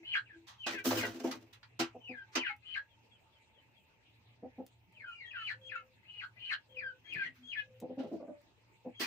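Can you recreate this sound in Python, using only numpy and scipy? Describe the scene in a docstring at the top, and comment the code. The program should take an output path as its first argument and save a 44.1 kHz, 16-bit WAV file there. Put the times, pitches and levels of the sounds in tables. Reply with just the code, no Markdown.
"""Young chickens peep and squawk in a wood and wire hutch inside a shed; a hen clucks, with soft coos.
Peeps are falling, nearly pure tones shaped by the throat; squawks are membrane pulses that break into
a rasp. Feet ring the boards and rattle the mesh; handling of the microphone adds low, dull thumps.
A far bird chirps over a low hum and the hiss of the yard."""
import sys
import numpy as np
from scipy import signal
from scipy.fft import rfft, irfft, next_fast_len
from scipy.io import wavfile
from scipy.ndimage import uniform_filter1d

SR = 44100
rng = np.random.default_rng(int(sys.argv[2]) if len(sys.argv) > 2 else 0)


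def transcribe(signal):
    """Save signal, clipped to [-1, 1], as a 16-bit WAV file at the path in sys.argv[1]."""
    frames = np.atleast_2d(signal).T
    limited = np.clip(frames, -1, 1)
    pcm = np.round(limited * 32767).astype(np.int16)
    wavfile.write(sys.argv[1], SR, pcm)


N = 399546


def from_db(db):
    return 10 ** (np.asarray(db) / 20)


def unit_rms(x):
    return x / np.sqrt(np.mean(x ** 2) + 1e-20)


def phase_of(hz):
    return 2 * np.pi * np.cumsum(hz) / SR


def at_hz(points, hz):
    points = np.array(points)
    return np.interp(np.log(hz), np.log(points[:, 0]), points[:, 1])


def span(rows):
    """Samples covered by timed rows, an edge fade, and the interpolated columns."""
    s, *columns = np.transpose(rows)
    at = np.arange(max(round(s[0] * SR), 0), min(round(s[-1] * SR), N))
    fade = np.clip(np.minimum(at - at[0], at[-1] - at) / (0.0051 * SR), 0, 1)
    return at, fade, [np.interp(at / SR, s, c) for c in columns]


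def drift(rate_hz, size):
    """Low-passed noise, RMS 1."""
    r = np.exp(-2 * np.pi * rate_hz / SR)
    return unit_rms(signal.lfilter([1], [1, -2 * r, r * r], rng.standard_normal(size + 9000))[9000:])


def band(x, low_hz, high_hz):
    edges = [max(low_hz, 10), min(high_hz, SR * .45)]
    return signal.sosfilt(signal.butter(2, edges, "band", fs=SR, output="sos"), x)


def around(x, hz, width_hz):
    return band(x, hz - width_hz / 2, hz + width_hz / 2)


def third_octaves(noises, spectrum, lowest_hz):
    """Yields (centre Hz, weighted band), alternating between two noises."""
    for k, low in enumerate(lowest_hz * 2 ** np.arange(0, np.log2(16500 / lowest_hz), 1 / 3)):
        hz = low * 2 ** (1 / 6)
        yield hz, from_db(at_hz(spectrum, hz)) * band(noises[k % 2], low, low * 2 ** (1 / 3))


def spread(pair, correlation):
    """Stereo from a shared and an opposed part."""
    return np.sqrt(1 + correlation) * pair[0] + np.sqrt(1 - correlation) * pair[1] * [[1], [-1]]


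# Throat response. Each row: frequency in Hz, gain in dB.
THROAT_GAINS = [(1000, 2), (1350, 3), (1600, 5.5), (1850, 0.5), (2150, -3.5), (2450, 1), (2800, -6),
                (3150, -8), (3600, -14.5), (4000, -5.5), (4300, -8.5), (4650, -6), (5200, -15), (6300, -8),
                (7000, -8), (7600, -20.5), (9000, -38)]


def throat_db(hz):
    return at_hz(THROAT_GAINS, hz)


def whistle(contour, second_db, upper_db, flutter=0, waver_db=3, flutter_hz=415, break_hz_per_s=22000):
    """Tone along (s, Hz, dB) rows; the throat shapes overtones, flutter adds sidebands and breath."""
    at, fade, (hz, db) = span(contour)
    out, n = np.zeros(N), len(at)
    hz = uniform_filter1d(hz, size=500, mode="nearest")
    # Pitch clings to windpipe resonances; the voice breaks in fast glides.
    hz -= 85 * np.clip((hz - 1640) / 200, 0, 1) * np.sin(2 * np.pi * hz / 820)
    broken = uniform_filter1d(np.clip(np.abs(np.gradient(hz)) * SR / break_hz_per_s, 0, 1), size=400)
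    phase = phase_of(hz * (1 + 0.01193 * drift(67.6, n)))
    tone = (1 + .5 * broken * drift(150, n)) * np.sin(phase + 0.53 * broken * drift(150, n))
    tone *= from_db(0.63 * throat_db(hz))
    overtone_gain = np.clip((2900 - hz) / 500, .15, 1) * (1 - .7 * broken)
    for k, level_db in ((2, second_db), (3, upper_db), (5, upper_db)):
        gain = overtone_gain * from_db(level_db + 1.66 * throat_db(k * hz) + 3.14 * drift(17, n))
        tone += gain * np.sin(k * phase + 2.5 * flutter * drift(200, n))
    depth = flutter * np.clip((2100 - hz) / 450, .06, 1)
    flutter_phase = phase_of(flutter_hz * (1 + 0.018 * drift(32, n)))
    for k in range(1, 5):
        gain = depth * 0.95 ** k * from_db(throat_db(hz + k * flutter_hz) + 4 * drift(28, n))
        tone += gain * np.sin(phase + k * flutter_phase)
    breath = band(band(rng.standard_normal(n), 2100, 4500), 2100, 4500)
    tone += depth * from_db(-16) * unit_rms(breath)
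    out[at] = np.sqrt(2) * fade * from_db(db + waver_db * drift(39, n)) * tone
    return out


def swell(s, length_s, hz, db, sag=0.018):
    """Soft tone that swells and fades on a sagging pitch."""
    steps = [(0, -11), (0.28, 0), (0.42, -4.5), (1, -14.5)]
    contour = [(s + share * length_s, hz * (1 + sag * (.5 - share)), db + rel_db)
               for share, rel_db in steps]
    return whistle(contour, second_db=-34, upper_db=-36.5)


# Each row: start in seconds, length in seconds, pitch in Hz, level in dB.
COO_NOTES = [(-.05, 0.098, 334, -50.5), (0.325, 0.14, 330.4, -59), (2.264, 0.11, 863, -69),
             (2.489, 0.07, 834, -55.5), (4.93, 0.18, 612, -73), (5.537, 0.4, 517.7, -64.5),
             (6.687, .3, 513, -62.5), (7.373, 0.12, 248.5, -61.5), (7.62, 0.4, 515, -65.5),
             (8.297, 0.12, 585, -59.5)]


def coos():
    """Soft, nearly pure voiced notes."""
    return sum(swell(*row) for row in COO_NOTES)


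# Hiss spectrum. Each row: frequency in Hz, relative level in dB.
HISS_SPECTRUM = [(25, -26.5), (60, -12.5), (110, -13), (160, -17), (300, -19), (900, -23.5), (1350, -31),
                 (2500, -19.5), (3400, -31.5), (3800, -27.5), (4200, -33.5), (4700, -36), (5500, -38),
                 (8000, -39), (9000, -51.5), (16000, -44)]
# Hiss width. Each row: frequency in Hz, left-right correlation.
HISS_CORRELATION = [(60, 0.65), (380, 0.53), (2380, -0.3), (15000, 0.063)]
# Hum. Each row: centre in Hz, width in Hz, level in dB.
DRONES = [(84.6, 5.6, -80.5), (112.7, 12.1, -72), (896, 57, -85), (2613, 330, -83)]


def yard(hiss_db=-70):
    """Patchy stereo hiss and narrow, wavering drones."""
    hiss = hum = 0
    for hz, pair in third_octaves(rng.standard_normal((2, 2, N)), HISS_SPECTRUM, 25.42):
        hiss += from_db(3.9 * drift(9.3, N)) * spread(pair, at_hz(HISS_CORRELATION, hz))
    for hz, width_hz, db in DRONES:
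        gain = from_db(db + 4.03 * drift(1.2, N))
        hum += gain * unit_rms(around(rng.standard_normal(N), hz, width_hz))
    return from_db(hiss_db) * unit_rms(hiss) + hum


def squawk_contour(s, lead_s, drop_s, onset_hz, high_hz, low_hz, lead_db, db):
    """The throat opens; its resonance holds, drops and is cut short. Returns (s, Hz, dB) rows."""
    low_s = s + lead_s + drop_s
    lead_in = [(s, onset_hz, lead_db - 16.5), (s + 0.35 * lead_s, high_hz, lead_db - 7),
               (s + lead_s, high_hz, lead_db)]
    tail = [(0, 0), (0.02, 0), (0.038, -19.5), (0.098, -51)]
    return lead_in + [(low_s + after_s, low_hz, db + rel_db) for after_s, rel_db in tail]


# Each row: start, lead-in and drop in seconds; onset, high and low resonance in Hz;
# lead-in and post-drop level in dB.
SQUAWK_CALLS = [(0.029, 0.1, 0.026, 2300, 3045, 1629, -40.5, -35.5),
                (2.44, 0.02, 0.035, 2800, 2970, 2170, -46, -49),
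                (2.62, 0.12, 0.021, 2300, 3047, 1669, -47.5, -43.5),
                (5.341, 0.12, 0.043, 3250, 2990, 1724, -44.5, -45),
                (6.029, .165, .032, 2100, 2902, 1485, -51.5, -49),
                (6.359, 0.13, 0.031, 2100, 3040, 1646, -45.5, -37),
                (7.038, 0.18, 0.031, 2000, 2470, 1960, -48.5, -45.5)]
# Upper throat resonances. Each row: centre in Hz, width in Hz, relative level in dB.
RASP_BANDS = [(3045, 590, 5), (4170, 600, 4), (7230, 520, -21), (9870, 570, -21)]


def squawks(pulse_hz=415, width_hz=300, smear_hz=130):
    """Membrane pulses under a falling resonance; the voice breaks into a rasp as it drops."""
    out = np.zeros(N)
    for row in SQUAWK_CALLS:
        at, fade, (hz, db) = span(squawk_contour(*row))
        n = len(at)
        fallen_hz = np.maximum.accumulate(hz) - hz
        rough = np.clip(.15 + fallen_hz / 2400 + max(2900 - hz.max(), 0) / 1300, 0, 1)
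        phase = phase_of(pulse_hz * from_db(rng.normal(0, .3)) * (1 + 0.0202 * drift(40.9, n)))
        sweep = np.exp(1j * phase_of(hz * (1 + 0.008 * drift(66, n))))
        voiced = 1.9 * sweep.real * np.clip((db - db[0]) / 12, 0, 1) ** 2   # whistles when strong
        for k in range(2, 9):
            detune = (k * pulse_hz - hz) / width_hz
            resonance = 1 / (1 + (detune * np.where(detune > 0, 1.3, .62)) ** 2) ** 1.35
            voiced += resonance * from_db(5 * drift(36, n) - 5) * np.sin(k * phase + .7 * drift(90, n))
        chaos = drift(smear_hz, n) + 1j * drift(smear_hz, n)
        tone = ((1 - rough) * voiced + rough * np.real(chaos * sweep)) / np.hypot(1 - rough, rough)
        near_peak = np.clip((db - db.max()) / 5 + 1.5, 0, 1) ** 2
        tone += from_db(-25) * rough * near_peak * np.real(chaos * (sweep ** 2 + sweep ** 3))
        throat = from_db(0.38 * throat_db(np.arange(1, n // 2 + 2) * SR / n))
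        tone = band(irfft(rfft(tone) * throat, n), 750, 6700)
        breath = rng.standard_normal(n) * (1 + .8 * np.cos(phase))
        rasp = sum(from_db(band_db + 4.3 * drift(40, n)) * unit_rms(around(breath, mid_hz, wide_hz))
                   for mid_hz, wide_hz, band_db in RASP_BANDS)
        out[at] += fade * from_db(db) * (tone + from_db(-30.5 + 13.6 * rough) * rasp)
    return out


# Each row: start, lead-in, drop and tail in seconds; high, knee and end pitch in Hz;
# lead-in and post-drop level in dB; flutter from 0 to 1.
PEEP_CALLS = [(0.249, 0.015, 0.025, 0.0755, 2870, 2000, 1565, -66, -63.5, 0.15),
              (.58, 0.04, .15, 0.06, 3000, 1707, 1492, -44.5, -53.5, 0.72),
              (.96, 0.017, 0.052, 0.038, 2930, 1700, 1443, -36, -48, 0.65),
              (2.002, 0.07, 0.085, 0.086, 2873, 1664, 1565, -51.5, -55.5, 0.09),
              (2.369, 0.033, 0.042, 0.084, 2993, 1923, 1290, -39.5, -50, 0.7),
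              (4.93, 0.015, 0.099, 0.11, 3100, 1560, 1359, -68.5, -54.5, 0.05),
              (5.035, 0.018, 0.039, .18, 3130, 2950, 2800, -66, -60.5, .1),
              (5.054, 0.12, 0.052, 0.067, 2440, 2037, 1917, -59, -54.5, 0.37),
              (5.25, 0.049, 0.043, 0.12, 3164, 1619, 1279, -49, -53.5, 0.42),
              (5.611, .07, 0.045, 0.1, 3180, 1666, 1274, -47.5, -51, 0.36),
              (6.691, 0.053, 0.092, 0.094, 3075, 1637, 1513, -55, -48, 0),
              (7.043, 0.067, 0.055, 0.084, 3100, 1793, 1557, -46.5, -44.5, 0.2),
              (7.428, 0.081, 0.049, 0.06, 3184, 1888, 1664, -44.5, -45, 0.44),
              (8.939, 0.069, 0.068, .04, 3100, 1990, 1700, -46, -53, 0.4)]


def peeps():
    """A high whistle swells, drops to a knee and settles as it dies."""
    out = np.zeros(N)
    for s, lead_s, drop_s, tail_s, high_hz, knee_hz, end_hz, lead_db, db, flutter in PEEP_CALLS:
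        knee_s = s + lead_s + drop_s
        contour = [(s, 1.05 * high_hz, lead_db - 16), (s + lead_s, high_hz, lead_db),
                   (knee_s, knee_hz, db),
                   (knee_s + 0.35 * tail_s, knee_hz + .7 * (end_hz - knee_hz), db + 2),
                   (knee_s + 0.804 * tail_s, end_hz, db - 5.5), (knee_s + tail_s, end_hz, db - 31)]
        out += whistle(contour, second_db=-2.5, upper_db=-19, flutter=flutter)
    return out


# Claw blows. Each row: time in seconds, level in dB, treble in dB, T60 at 3 kHz in seconds.
CLAW_BLOWS = [(0.47, -46.5, -10, 0.25), (0.665, -26.5, -16, 0.14), (0.842, -37, 4.5, 0.55),
              (0.9075, -29, -36, 0.1), (0.9714, -32.5, -6, 0.21), (1.0303, -39, -46, 0.081),
              (1.054, -43.5, -5, 0.068), (1.237, -43.5, -9, 0.22), (1.3137, -33, -9, 0.068),
              (1.53, -47, -12.5, 0.12), (1.6318, -43, -84, 0.057), (1.7942, -24, -11, 0.15),
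              (2.322, -50, -16, 0.33), (2.355, -19.5, -22.5, 0.1), (7.34, -63, -6, 0.43),
              (7.982, -50, -42, 0.27), (8.997, -27, -10.5, 0.3)]
# Wire spectrum. Each row: frequency in Hz, relative level in dB.
MESH_SPECTRUM = [(410, -38), (700, -21), (897, -15.5), (1280, -12), (1740, -11.5), (2010, -12.5),
                 (3390, -14), (6180, -14.5), (8020, -26), (14800, -25.5), (15800, -53.5)]


def mesh(drag, scatter_db=3):
    """Claws shake dense clicks from the mesh; each blow rings other wires, and treble dies first."""
    clicks = rng.standard_normal((2, 2, N)) * from_db(1.52 * rng.exponential(1, (2, 1, N)))
    parts = list(third_octaves(clicks, MESH_SPECTRUM, 800))
    total_rms = np.sqrt(np.mean(sum(part for _, part in parts) ** 2))
    out, t = 0, np.arange(int(.4 * SR)) / SR
    for hz, part in parts:
        force = drag.copy()
        for s, db, treble_db, t60_s in CLAW_BLOWS:
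            at = round((s - .003) * SR)
            tilt_db = (treble_db + 10) * np.clip(np.log2(hz / 4500), 0, 1)
            decay_db = 60 * t / t60_s * (hz / 3000) ** 0.24
            attack = np.minimum(t / (0.07 * t60_s), 1)
            blow = attack * from_db(db - 7.5 + tilt_db + rng.normal(0, scatter_db) - decay_db)
            force[at:at + len(t)] += blow[:N - at]
        out += force * part / total_rms
    return spread(out, correlation=0.043) * from_db([[-1.5], [1.5]])


# Each row: time in seconds, level in dB, brightness in dB per octave.
FOOTFALLS = [(0.665, -34, 12), (0.88, -39.5, -4), (0.909, -28.5, 15), (0.973, -34, 3), (1.03, -31.5, 8.5),
             (1.243, -26.5, 5.5), (1.275, -35, 5), (1.796, -27, 8), (2.357, -30.5, 3), (7.161, -57, 0.5),
             (9.002, -37, -2.5)]
# Each row: frequency in Hz, gain in dB.
BOARD_MODES = [(225, -5.5), (258, 1.5), (335, 0), (415, -5), (510, -10), (600, -10), (690, -10.5),
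               (770, -15.5), (900, -14.5)]


def boards(drag, attack_s=0.003995, foot_t60_s=0.1):
    """Brief, uneven foot pressure drives each board mode; low modes ring longer."""
    out, t = np.zeros(N), np.arange(SR // 10) / SR
    pressure = np.minimum(t / attack_s, 1) * from_db(-60 * t / foot_t60_s)
    for hz, mode_db in BOARD_MODES:
        force = from_db(-13) * drag * rng.standard_normal(N)
        for s, db, bright_db in FOOTFALLS:
            at = round((s - attack_s) * SR)
            gain = from_db(db - 27 + bright_db * np.log2(hz / 400) + rng.normal(0, 1))
            force[at:at + len(t)] += (gain * pressure * rng.standard_normal(len(t)))[:N - at]
        t60_s = 0.11 * (400 / hz) ** .2
        r, w = from_db(-60 / (t60_s * SR)), 2 * np.pi * hz / SR
        ring = signal.lfilter([1, 0, -1], [1, -2 * r * np.cos(w), r * r], force + 1e-18)
        out += from_db(mode_db) * ring / 2
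    return band(band(out, 130, 1500), 130, 1500)


# Each row: start and length in seconds, board and mesh level in dB, rise as a share of the length,
# level change after the rise in dB.
FOOT_DRAGS = [(0.671, 0.2, -59.5, -52, 0.23, -28.5), (0.832, 0.69, -58.5, -55.5, 0.022, -11.5),
              (6.995, 0.39, -84, -87, 0.2, 2), (7.974, 0.55, -74.5, -76, 0.018, -23.5)]


def shuffling(edge_db=-25.5, burst_db=5.5):
    """Force of dragging feet on boards and on mesh, in uneven bursts."""
    out = np.zeros((2, N))
    for s, length_s, boards_db, mesh_db, rise, change_db in FOOT_DRAGS:
        steps = [(0, edge_db), (rise, 0), (0.75, change_db), (1, change_db + edge_db)]
        at, fade, (db,) = span([(s + share * length_s, rel_db) for share, rel_db in steps])
        surface_db = np.array([[boards_db], [mesh_db]])
        out[:, at] += fade * from_db(db + surface_db + burst_db * drift(34, len(at)))
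    return out


# Each row: start in seconds, length in seconds, pitch in Hz, level in dB.
HANDLING_THUMPS = [(0.872, 0.26, 109, -45.5), (1.783, 0.069, 134, -51), (7.154, 0.031, 150, -50.5),
                   (7.24, 0.077, 152, -60)]


def handling():
    """Low, dull handling thumps on the microphone."""
    return sum(swell(*row) for row in HANDLING_THUMPS)


# Each row: start in seconds, pitch in Hz, level in dB, hold in seconds, roughness from 0 to 1,
# brightness in dB per octave.
HEN_CLUCKS = [(1.939, 239, -49.5, 0.0078, 0.52, 2.5), (2.085, 245, -49, 0.012, 0.4, 0.5),
              (4.419, 248, -44.5, 0.015, 0.52, -1), (4.573, 255.8, -43.5, 0.022, 0.56, -2),
              (7.811, 250, -43.5, 0.02, 0.67, -1), (7.886, 251.5, -41.5, 0.013, 0.49, -3.5),
              (7.965, 261.4, -37.5, 0.027, 0.43, -4), (8.019, 274.4, -41.5, 0.031, 0.77, 0),
              (8.102, 308.3, -37.5, 0.015, 0.7, -9), (8.126, 317, -41, 0.01, 0.6, -2.5),
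              (8.188, 286.5, -51, 0.041, 0.55, 5.5), (8.268, 301, -46, 0.023, 0.46, 2.5),
              (8.843, 258, -42.5, 0.017, 0.7, -2.5)]
# Each row: frequency in Hz, harmonic gain in dB.
HEN_THROAT = [(250, 0), (560, 0), (780, -3), (880, -24), (1400, -26)]


def clucks(attack_s=0.014, t60_s=0.12, rise_per_s=0.18, breath_hz=82.5, scatter_db=1.5):
    """Voiced puffs: five harmonics of a slightly rising pitch, roughened by uneven breath."""
    n = SR // 4
    out, t = np.zeros(N + SR), np.arange(n) / SR
    for s, hz, db, hold_s, rough, bright_db in HEN_CLUCKS:
        phase = phase_of(hz * (1 + rise_per_s * t + 0.028 * drift(30, n)))
        decay_db = 60 * np.maximum(t - attack_s - hold_s, 0) / t60_s
        envelope = np.minimum(t / attack_s, 1) ** 2 * from_db(db - decay_db)
        for k in range(1, 6):
            breath = (drift(breath_hz, n) + 1j * drift(breath_hz, n)) / np.sqrt(2)
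            wobble = (1 - rough + rough * breath) / np.hypot(1 - rough, rough)
            gain = from_db(at_hz(HEN_THROAT, k * hz) + bright_db * np.log2(k) + rng.normal(0, scatter_db))
            out[round(s * SR):][:n] += gain * envelope * np.real(wobble * np.exp(1j * k * phase))
    return band(out[:N], 170, 940)   # throat passband


# Each row: start in seconds, level in dB.
CLAW_TICKS = [(2.564, -48.5), (4.6646, -36), (4.924, -53), (7.001, -59), (7.136, -41), (7.801, -33.5),
              (8.4145, -51.5)]


def ticks(t60_s=0.03):
    """Light taps of claw on wire: short, bright noise bursts."""
    out, t = np.zeros(N), np.arange(400) / SR
    for s, db in CLAW_TICKS:
        out[round(s * SR):][:len(t)] = from_db(db - 19.5 - 60 * t / t60_s) * rng.standard_normal(len(t))
    return band(out, 2100, 20000)


# Each row: start in seconds, level in dB.
CHIRPS = [(s, -67) for s in 2.885 + .215 * np.arange(5)]


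def far_bird():
    """Evenly spaced whistles, each sliding down."""
    contours = [[(s, 3800, db - 11), (s + 0.024, 3280, db), (s + 0.065, 2950, db - 3.5)]
                for s, db in CHIRPS]
    return sum(whistle(contour, second_db=-35, upper_db=-47, waver_db=4) for contour in contours)


def shed(x, t60_s=0.12, wall_cut_hz=5160):
    """Wall echoes: eight feedback delays a side, duller on every round."""
    size = next_fast_len(N + SR)
    w = 2 * np.pi * np.arange(size // 2 + 1) / size
    response = np.zeros((2, len(w)), complex)
    wall = 1 / (1 + 1j * w * SR / (2 * np.pi * wall_cut_hz))
    for k, lag in enumerate((rng.uniform(.005, .025, 16) * SR).astype(int)):
        trip = from_db(-60 * lag / SR / t60_s) * wall * np.exp(-1j * w * lag)
        response[k % 2] += trip / (1 - trip) * (-1) ** (k // 2)
    response /= np.sqrt(np.mean(np.abs(response) ** 2, axis=1, keepdims=True))
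    return irfft(response * rfft(x, size), size)[:, :N]


# Bird bearing. Each row: time in seconds, left minus right in dB.
BIRD_PAN = [(0, 3.5), (2.5, 10.5), (5.002, 7), (6, 10), (9.06, 7.5)]


def scene():
    """High calls shift about on the left and reach the right later; low sounds sit in the middle."""
    board_drag, mesh_drag = shuffling()
    birds = peeps() + squawks() + far_bird()
    low = coos() + handling() + boards(board_drag) + clucks()
    side_db = np.interp(np.arange(N) / SR, *np.transpose(BIRD_PAN)) / 2
    panned = np.array([birds * from_db(side_db), np.roll(birds, shift=6) * from_db(-side_db)])
    wire = mesh(mesh_drag) + ticks()
    echoes = from_db(-4.5) * shed(birds + wire[0] + from_db(-7) * low)
    return panned + low + wire + echoes + yard()


def record(dry, port_hz=15750, low_cut_hz=48, high_cut_hz=16100):
    """The microphone port rings in the high treble; deep bass and the very top are cut."""
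    ring = from_db(4) * around(dry, port_hz, width_hz=2300)
    body = signal.sosfilt(signal.butter(2, low_cut_hz, "high", fs=SR, output="sos"), dry)
    return signal.sosfilt(signal.cheby2(14, 60, high_cut_hz, fs=SR, output="sos"), body + ring)


dry = scene()
out = record(dry)
transcribe(out)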